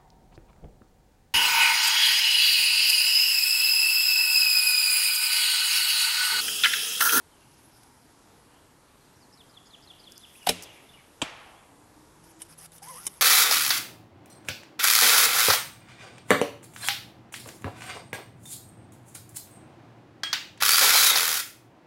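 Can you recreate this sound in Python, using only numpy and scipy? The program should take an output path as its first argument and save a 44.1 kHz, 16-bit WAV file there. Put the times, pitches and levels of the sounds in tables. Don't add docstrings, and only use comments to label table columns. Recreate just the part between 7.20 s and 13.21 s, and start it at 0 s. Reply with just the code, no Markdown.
import sys
import numpy as np
from scipy import signal
from scipy.fft import rfft, irfft
from scipy.io import wavfile
from scipy.ndimage import uniform_filter1d

SR = 44100
rng = np.random.default_rng(int(sys.argv[2]) if len(sys.argv) > 2 else 0)


def rack_gain(trim_db):
    fader = np.asarray(trim_db, float)
    return 10 ** (fader / 20)


def to_wav(s):
    ch = np.atleast_2d(s).T
    pcm = np.round(np.clip(ch, -1, 1) * 32767)
    wavfile.write(sys.argv[1], SR, pcm.astype(np.int16))


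N = 265041

# start in seconds, level in dB, rise in seconds, t60 in seconds.
RELEASE = [
    (3.278, -34, 0.0068, 0.093),
    (3.2882, -19, .001, 0.039),
    (3.291, -16.5, .0008, 0.025),
    (3.2928, -20, .0005, 0.01),
    (3.2965, -26, 0.0011, 0.013),
    (3.301, -32.5, 0.00073, 0.093),
]
# frequency in Hz, width in Hz, level in dB.
STRING = [(1510, 670, -4), (2300, 320, 3), (3020, 310, 3), (3920, 260, 2.5), (5300, 520, -1),
          (6800, 830, -3), (8630, 740, -0.5), (10780, 1290, 1.5), (15300, 3000, -4.5)]
# time in seconds, level in dB.
SNAPS = [
    (3.2916, -9),
    (3.293, -6),
    (3.2955, -17),
]
# start in seconds, level in dB, rise in seconds, t60 in seconds.
FINGERS = [
    (3.2625, -33, 0.0033, 0.068),
    (3.2665, -26, 0.00088, 0.077),
    (3.2695, -20, 0.0012, 0.048),
]
# frequency in Hz, width in Hz, level in dB.
GLOVE = [(1540, 1000, -4), (3000, 830, 1.5), (4500, 1600, -1), (8500, 2200, -5.5), (11500, 1000, -2)]
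# start in seconds, level in dB, rise in seconds, t60 in seconds.
CREAKS = [
    (.633, -49, .001, .03),
    (2.9203, -33, .0003, .012),
    (2.9255, -45, .0003, .008),
    (2.9782, -33, .0003, .01),
    (3.2285, -42, .0005, .02),
    (3.4232, -33, .0006, .05),
    (3.433, -38, .001, .05),
]
# frequency in Hz, width in Hz, level in dB.
NOCK = [(4900, 500, -3), (6200, 1400, 0), (8200, 800, -2), (10000, 1500, -1), (12000, 2000, 0),
        (15000, 3000, 3)]
# frequency in Hz, t60 in seconds, level from the slip in dB, level from the slap in dB.
LIMBS = [(738, 0.063, -16, -25.5), (790, 0.053, -17.5, -24.5), (904, 0.033, -23, -37),
         (602, 0.086, -36.5, -25), (556, 0.054, -47, -24), (457, 0.078, -40, -21.5), (404, .06, -36.5, -30),
         (312, 0.069, -58.5, -34), (250, 0.19, -38.5, -33), (178, 0.35, -41.5, -40.5), (95, 0.56, -91, -47),
         (58, 0.11, -68, -34)]
SLIP_S, SLAP_S = 3.2712, 3.2945


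def bow():
    slip_modes = [(hz, t60, slip_db) for hz, t60, slip_db, slap_db in LIMBS]
    slap_modes = [(hz, t60, slap_db) for hz, t60, slip_db, slap_db in LIMBS]
    slip = knock(SLIP_S, slip_modes, contact_s=0.00077)
    slap = knock(SLAP_S, slap_modes, contact_s=0.000385)
    snaps = sum(click(s, level_db) for s, level_db in SNAPS)
    string = resonate(grains(RELEASE, grain_db=1.5) - snaps, STRING)
    rub = resonate(grains(FINGERS, grain_db=4.0), GLOVE)
    creak = resonate(grains(CREAKS, grain_db=1), NOCK)
    echo = forest(click(SLAP_S, -4.5), build_s=.004, axis=2)
    return string + rub + creak + slip + slap + echo


# start in seconds, level in dB, rise in seconds, t60 in seconds.
IMPACT = [
    (4.0168, -18.5, 0.00048, 0.018),
    (4.0192, -32, 0.00057, 0.015),
    (4.0221, -24, 0.0012, 0.023),
    (4.028, -37.5, 0.00068, 0.086),
]
# frequency in Hz, width in Hz, level in dB.
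FACE = [(810, 430, 4), (2400, 220, 0.5), (3140, 350, 6), (4040, 300, -13), (5500, 420, -21),
        (7250, 690, -2.5), (7970, 420, -3), (11000, 900, -24)]
# frequency in Hz, t60 in seconds, level in dB.
BUTT = [(290, 0.026, -17.5), (473, 0.014, -20.5), (716, 0.029, -24), (900, 0.012, -24), (150, 0.09, -37.5),
        (70, .1, -61)]
THUD_S = 4.025


def target():
    crack = resonate(grains(IMPACT, grain_db=5), FACE)
    thud = knock(THUD_S, BUTT, contact_s=0.00071)
    echo = forest(click(THUD_S, -4), build_s=0.0038, axis=3)
    return crack + thud + echo


# peak in seconds, level in dB, swell in seconds, fade in seconds.
RUSTLE = [
    (.42, -63, .5, .75),
    (3.27, -56, .5, .5),
]
# start in seconds, length in seconds, level in dB, growth in dB.
DRAG = [
    (5.025, .105, -64.5, 4.5),
    (5.185, .045, -59, 10),
    (5.235, 0.043, -57, 0),
    (5.28, 0.071, -54, -4.5),
    (5.372, 0.1, -53, 1.5),
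    (5.517, .075, -55.5, -1),
    (5.618, 0.239, -49.5, 1),
    (5.845, 0.026, -50, 11),
    (5.885, .13, -51.5, -9.5),
]
# frequency in Hz, level in dB per Hz.
RUSTLE_COLOUR = [(300, -31), (700, -4.5), (1500, -8.5), (2600, -9.5), (3600, -10), (4300, -29), (5200, -5),
                 (6300, -7.5), (7300, -25), (8300, -11.5), (9700, 0.5), (11800, -4.5), (16000, -7.5)]
# time in seconds, pitch in Hz, level in dB.
SQUEAL = [(5.614, 790, -76), (5.622, 803, -44), (5.648, 829, -62), (5.675, 950, -51), (5.698, 1058, -44),
          (5.745, 921, -58), (5.78, 1150, -48), (5.805, 1320, -62), (5.845, 1460, -66)]
# time in seconds, pitch in Hz, level in dB.
HUM = [(5.69, 570, -68), (5.715, 548, -58), (5.75, 500, -57.5), (5.79, 516, -66)]
# start in seconds, level in dB, t60 in seconds.
TICKS = [(5.619, -54, .027), (5.04, -52.5, 0.032), (5.102, -64, .01), (5.191, -53, .011),
         (5.205, -53, .011), (5.218, -34, 0.045), (5.456, -48, 0.051), (5.519, -44, .014),
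         (5.561, -47, .02), (5.581, -45, .032), (5.633, -41, .018), (5.683, -40.5, 0.031),
         (5.851, -41, .01), (5.854, -37, .011), (5.8671, -24, 0.0076), (5.8679, -26.5, 0.032),
         (5.8744, -31, 0.026), (5.9396, -47, .02)]
TICK_RISE_S, SOFTER_S_PER_DB = .0004, .00002
# time in seconds, level in dB.
CLACKS = [
    (5.2185, -26),
    (5.867, -6),
    (5.8686, -19),
    (5.875, -16),
]
# frequency in Hz, width in Hz, level in dB.
SHAFT = [(345, 180, -13), (1030, 170, -10), (2160, 400, -9), (2990, 85, -10), (3660, 170, -6.5),
         (5300, 840, -3.5), (9470, 1400, 9), (12100, 2100, -4), (14300, 3200, -18)]
# time in seconds, level in dB.
NOCKING = (.633, -31)


def handling():
    fibres = rms_one(rack_gain(2.1 * drift(340)))
    rubbing = swells(RUSTLE) + strokes(DRAG) * fibres
    rustle = rubbing * rack_gain(3.0) * hiss(RUSTLE_COLOUR, patchy_db=3.0, rate=18)

    squeal_gate, squeal_hz, squeal_db = in_time(SQUEAL)
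    phase = tone(squeal_hz, wobble=.025, rate=120)
    squeal = squeal_gate * rack_gain(squeal_db + 2.9 * drift(79)) * (np.sin(phase) + 0.15 * np.sin(2 * phase))
    hum_gate, hum_hz, hum_db = in_time(HUM)
    hum = hum_gate * rack_gain(hum_db) * np.sin(tone(hum_hz, wobble=0.0196, rate=54))

    ticks = [(s, level_db, TICK_RISE_S + SOFTER_S_PER_DB * max(-21 - level_db, 0), t60)
             for s, level_db, t60 in TICKS]
    clacks = sum(click(s, level_db) for s, level_db in CLACKS)
    knocks = resonate(grains(ticks, grain_db=1.5) + clacks, SHAFT)
    nocking = resonate(click(*NOCKING), GLOVE)
    return rustle + np.sqrt(2) * (squeal + hum) + knocks + nocking


# top pitch in Hz, peak level in dB.
FALLS = [(4620, -52.5), (4600, -52.5), (4580, -51), (4460, -48.5), (4540, -47.5), (4610, -46)]
# share of its length, share of its top pitch, level in dB.
SWEEP = [(0, 1.02, -16), (.1, .95, -10), (.28, 0.85, -15), (.5, .81, -12.5), (.66, .77, -3.5),
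         (.78, .73, 1), (.85, .68, -8), (.92, 0.617, -4), (1, 0.4, -26)]
FIRST_FALL_S, FALL_GAP_S, FALL_S = 2.1697, .1666, .055


def finch():
    out = np.zeros(N)
    share, pitch, shape_db = np.transpose(SWEEP)
    wind = rack_gain(3.7 * drift(61.9))
    for k, (top_hz, peak_db) in enumerate(FALLS):
        start = int((FIRST_FALL_S + k * FALL_GAP_S) * SR)
        u = np.linspace(0, 1, int(FALL_S * SR))
        here = slice(start, start + len(u))
        edge = np.clip(12 * np.minimum(u, 1 - u), 0, 1)
        level = edge * wind[here] * rack_gain(peak_db + np.interp(u, share, shape_db))
        hz = top_hz * np.interp(u, share, pitch) * (1 + .012 * rng.standard_normal())
        out[here] += np.sqrt(2) * level * np.sin(2 * np.pi * np.cumsum(hz) / SR)

    lowpass = signal.butter(4, 450, fs=SR, output="sos")
    flutter = rms_one(signal.sosfilt(lowpass, rng.standard_normal(N)))
    for s, hz, level_db, length, glide, buzz in chips():
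        u = np.linspace(0, 1, int(length * SR))
        here = slice(int(s * SR), int(s * SR) + len(u))
        buzz = np.clip(buzz, 0, 1)
        whistle = np.sin(2 * np.pi * np.cumsum(hz * (1 + (glide - 1) * u)) / SR)
        level = 2 * rack_gain(level_db) * np.sin(np.pi * u) ** 0.39
        out[here] += level * whistle * (1 - buzz + buzz * flutter[here])
    return out


# pitch in Hz, level in dB.
BUZZES = [(5650, -65), (5250, -60.5), (4950, -62.5), (4950, -62), (5000, -56.5), (4850, -56), (5050, -55.5)]
BUZZ_LEAD_S = .049
# start in seconds, pitch in Hz, level in dB.
SLIDES = [(1.842, 5200, -71), (2.005, 5300, -64.5)]
DIPS = [(1.673, 4500, -74), (1.808, 4350, -69), (1.935, 4300, -72), (2.459, 6900, -65), (3.21, 3000, -56),
        (3.445, 3620, -54), (3.49, 3000, -54.5), (3.685, 3640, -57), (3.71, 3700, -67), (3.736, 3000, -55)]
FLICKS = [(3.15, 2300, -57.5), (3.226, 2300, -57)]
CHURRS = [(.118, 3190, -68), (.2, 2850, -68), (.52, 5600, -69), (3.547, 2400, -59.5), (3.757, 2400, -60)]
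RISES = [(1.3, 2740, -74), (4.32, 2950, -71)]
# length in seconds, last over first pitch, buzz from 0 to 1.
BUZZ = (0.035, .98, .6)
SLIDE = (.045, .76, .25)
DIP = (.023, .93, .24)
FLICK = (.019, 1.28, .3)
CHURR = (0.0653, .89, .53)
RISE = (.095, 1.22, 0.16)


def chips():
    first_s = FIRST_FALL_S - FALL_GAP_S - BUZZ_LEAD_S
    leads = [(first_s + k * FALL_GAP_S, hz, level_db) for k, (hz, level_db) in enumerate(BUZZES)]
    kinds = [(leads, BUZZ), (SLIDES, SLIDE), (DIPS, DIP), (FLICKS, FLICK), (CHURRS, CHURR), (RISES, RISE)]
    return [(*row, *shape) for rows, shape in kinds for row in rows]


# time in seconds, wing tone in Hz, level in dB.
FLY = [(4.42, 272, -74), (4.538, 280, -62), (4.684, 307.7, -66), (4.72, 301.6, -74), (4.778, 302.7, -57.5),
       (4.934, 316, -69.5), (5.25, 328.4, -57.5), (5.3, 328, -72)]
BEE = [(4.94, 150, -74), (5.016, 159, -64), (5.066, 163.7, -67), (5.282, 158.3, -74), (5.304, 160.7, -63),
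       (5.62, 160, -61.5), (6.01, 157.5, -68)]


def insects():
    out = 0
    for rows, overtone_db in ((FLY, -12), (BEE, -11)):
        gate, hz, level_db = in_time(rows)
        phase = tone(hz, wobble=0.01143, rate=13.5)
        wings = np.sin(phase) + rack_gain(overtone_db) * np.sin(3 * phase)
        out = out + gate * np.sqrt(2) * rack_gain(level_db + 2.2 * drift(28)) * wings
    return out


# frequency in Hz, t60 in seconds, level for the bow in dB, level for the target in dB.
TRUNKS = [(100, 0.54, -28, -7), (298, 0.59, 7.5, -6), (520, 1.12, 2, -5), (790, 1.98, -3.5, -.6),
          (1460, 0.97, -6.5, -2), (2740, 1.04, 3.5, -2), (4080, 0.67, -0.5, -8), (6000, 0.59, -3.5, -13.5),
          (11000, 0.21, 0.5, -19)]


def forest(x, build_s, axis):
    t = np.arange(int(1.2 * SR)) / SR
    tail = 0
    for hz, band in bands(len(t)):
        tail = tail + rack_gain(at_hz(TRUNKS, hz, axis=axis) - 60 * t / at_hz(TRUNKS, hz)) * band
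    tail = tail * (1 - np.exp(-t / build_s))
    return signal.fftconvolve(x, tail / np.sqrt(np.sum(tail ** 2)))[:N]


# frequency in Hz, level in dB per Hz.
AIR = [(15, -50), (25, -7), (127, -1), (168, -4.5), (254, -4.5), (289, -1.5), (337, -5), (565, -9),
       (875, -8.5), (995, -2.5), (1130, -13), (1220, -11), (2720, -20), (11800, -21.5), (15300, -9),
       (22000, -120)]
AIR_DB = -57


def hush():
    return rack_gain(AIR_DB) * hiss(AIR[:-2], patchy_db=1.34, rate=2.45)


def grains(rows, grain_db):
    t, envelope = np.arange(N) / SR, np.zeros(N)
    for s, level_db, rise, t60 in rows:
        near = slice(int(s * SR), int((s + 2 * t60) * SR))
        age = np.maximum(t[near] - s, 0)
        envelope[near] += np.clip(age / rise, 0, 1) * rack_gain(level_db - 60 * age / t60)
    unevenness = rack_gain(grain_db * np.minimum(rng.exponential(1, N), 2))
    return envelope * rms_one(rng.standard_normal(N) * unevenness)


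def click(s, level_db):
    return rack_gain(level_db) * (np.arange(N) == int(s * SR))


def knock(s, modes, contact_s):
    age = np.arange(SR) / SR
    rings = 0
    for hz, t60, level_db in modes:
        rings = rings - rack_gain(level_db - 60 * age / t60) * np.sin(2 * np.pi * hz * age)
    out = np.zeros(N)
    out[int(s * SR):int(s * SR) + SR] = rings * (1 - np.exp(-age / contact_s))
    return signal.sosfilt(signal.butter(2, 55, "high", fs=SR, output="sos"), out)


def resonate(x, peaks):
    out = 0
    for k, (hz, width, level_db) in enumerate(peaks):
        r = np.exp(-np.pi * width / SR)
        gain = (-1) ** k * rack_gain(level_db) * np.sqrt(SR / width) * (1 - r * r) / 8
        poles = [1, -2 * r * np.cos(2 * np.pi * hz / SR), r * r]
        out = out + signal.lfilter([gain, 0, -gain], poles, x + 1e-18)
    return out


def swells(rows):
    t = np.arange(N) / SR
    out = 0
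    for s, level_db, swell, fade in rows:
        out = out + rack_gain(level_db - 14 * np.maximum((s - t) / swell, (t - s) / fade))
    return out


def strokes(rows):
    t, edge_s = np.arange(N) / SR, 0.014
    out = 0
    for s, length, level_db, growth_db in rows:
        edge = np.clip(np.minimum(t - s, s + length - t) / edge_s, 0, 1)
        out = out + edge * rack_gain(level_db + growth_db * np.clip((t - s) / length, 0, 1))
    return out


def hiss(spectrum, patchy_db, rate):
    together = drift(rate)
    out = 0
    for hz, band in bands(N):
        flicker = 0.36 * together + drift(rate)
        out = out + rack_gain(at_hz(spectrum, hz) + patchy_db * flicker) * band
    return rms_one(out)


def bands(size):
    edges = 22 * 2 ** (np.arange(40) / 4)
    white = rng.standard_normal((2, size + 4000))
    out = []
    for k, (low, high) in enumerate(zip(edges, edges[1:])):
        sos = signal.butter(2, [low, high], "band", fs=SR, output="sos")
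        out.append((np.sqrt(low * high), signal.sosfilt(sos, white[k % 2])[4000:]))
    return out


def tone(hz, wobble, rate):
    return 2 * np.pi * np.cumsum(hz * (1 + wobble * drift(rate))) / SR


def drift(rate):
    r = np.exp(-80 * np.pi * rate / SR)
    slow = signal.lfilter([1], [1, -2 * r, r * r], rng.standard_normal(N // 40 + 2002))[2000:]
    return np.interp(np.arange(N) / 40, np.arange(len(slow)), rms_one(slow))


def in_time(rows):
    s, *columns = np.transpose(rows)
    t = np.arange(N) / SR
    gate = np.clip(np.minimum(t - s[0], s[-1] - t) / 0.0096, 0, 1)
    return [gate] + [np.interp(t, s, c) for c in columns]


def at_hz(points, hz, axis=1):
    points = np.array(points)
    return np.interp(np.log(hz), np.log(points[:, 0]), points[:, axis])


def rms_one(x):
    return x / np.sqrt(np.mean(x ** 2) + 1e-20)


def scene():
    bird = finch()
    needles = 1 + 1.5 * drift(294)
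    song = bird + rack_gain(-13) * forest(bird * needles, build_s=.01, axis=2)
    return (bow() + target() + handling() + song + insects() + hush())[None]


def low_pass(x):
    return signal.sosfilt(signal.butter(12, 16510, fs=SR, output="sos"), x)


# frequency in Hz, gain in dB.
TOP = [(12150, 0), (12350, -42), (12900, -27), (13500, -7.5), (15600, -13), (15900, -25), (16400, -42)]
TOP_GATE_DB = -72


def record(dry):
    hz = np.maximum(np.fft.rfftfreq(N, 1 / SR), 1)
    split_hz = TOP[1][0]
    spectrum = rfft(dry) * rack_gain(at_hz(TOP, hz))
    low = irfft(spectrum * (hz < split_hz), N)
    high = irfft(spectrum * (hz >= split_hz), N)
    level_db = 10 * np.log10(uniform_filter1d(high ** 2, size=400) + 1e-14)
    gate = 1 / (1 + np.exp(np.clip((TOP_GATE_DB - level_db) / 1.5, -30, 30)))
    gate = gate * rack_gain(np.clip(.5 * (level_db + 53), 0, 12))
    return low_pass(low + gate * high)


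dry = scene()
out = record(dry)
to_wav(out)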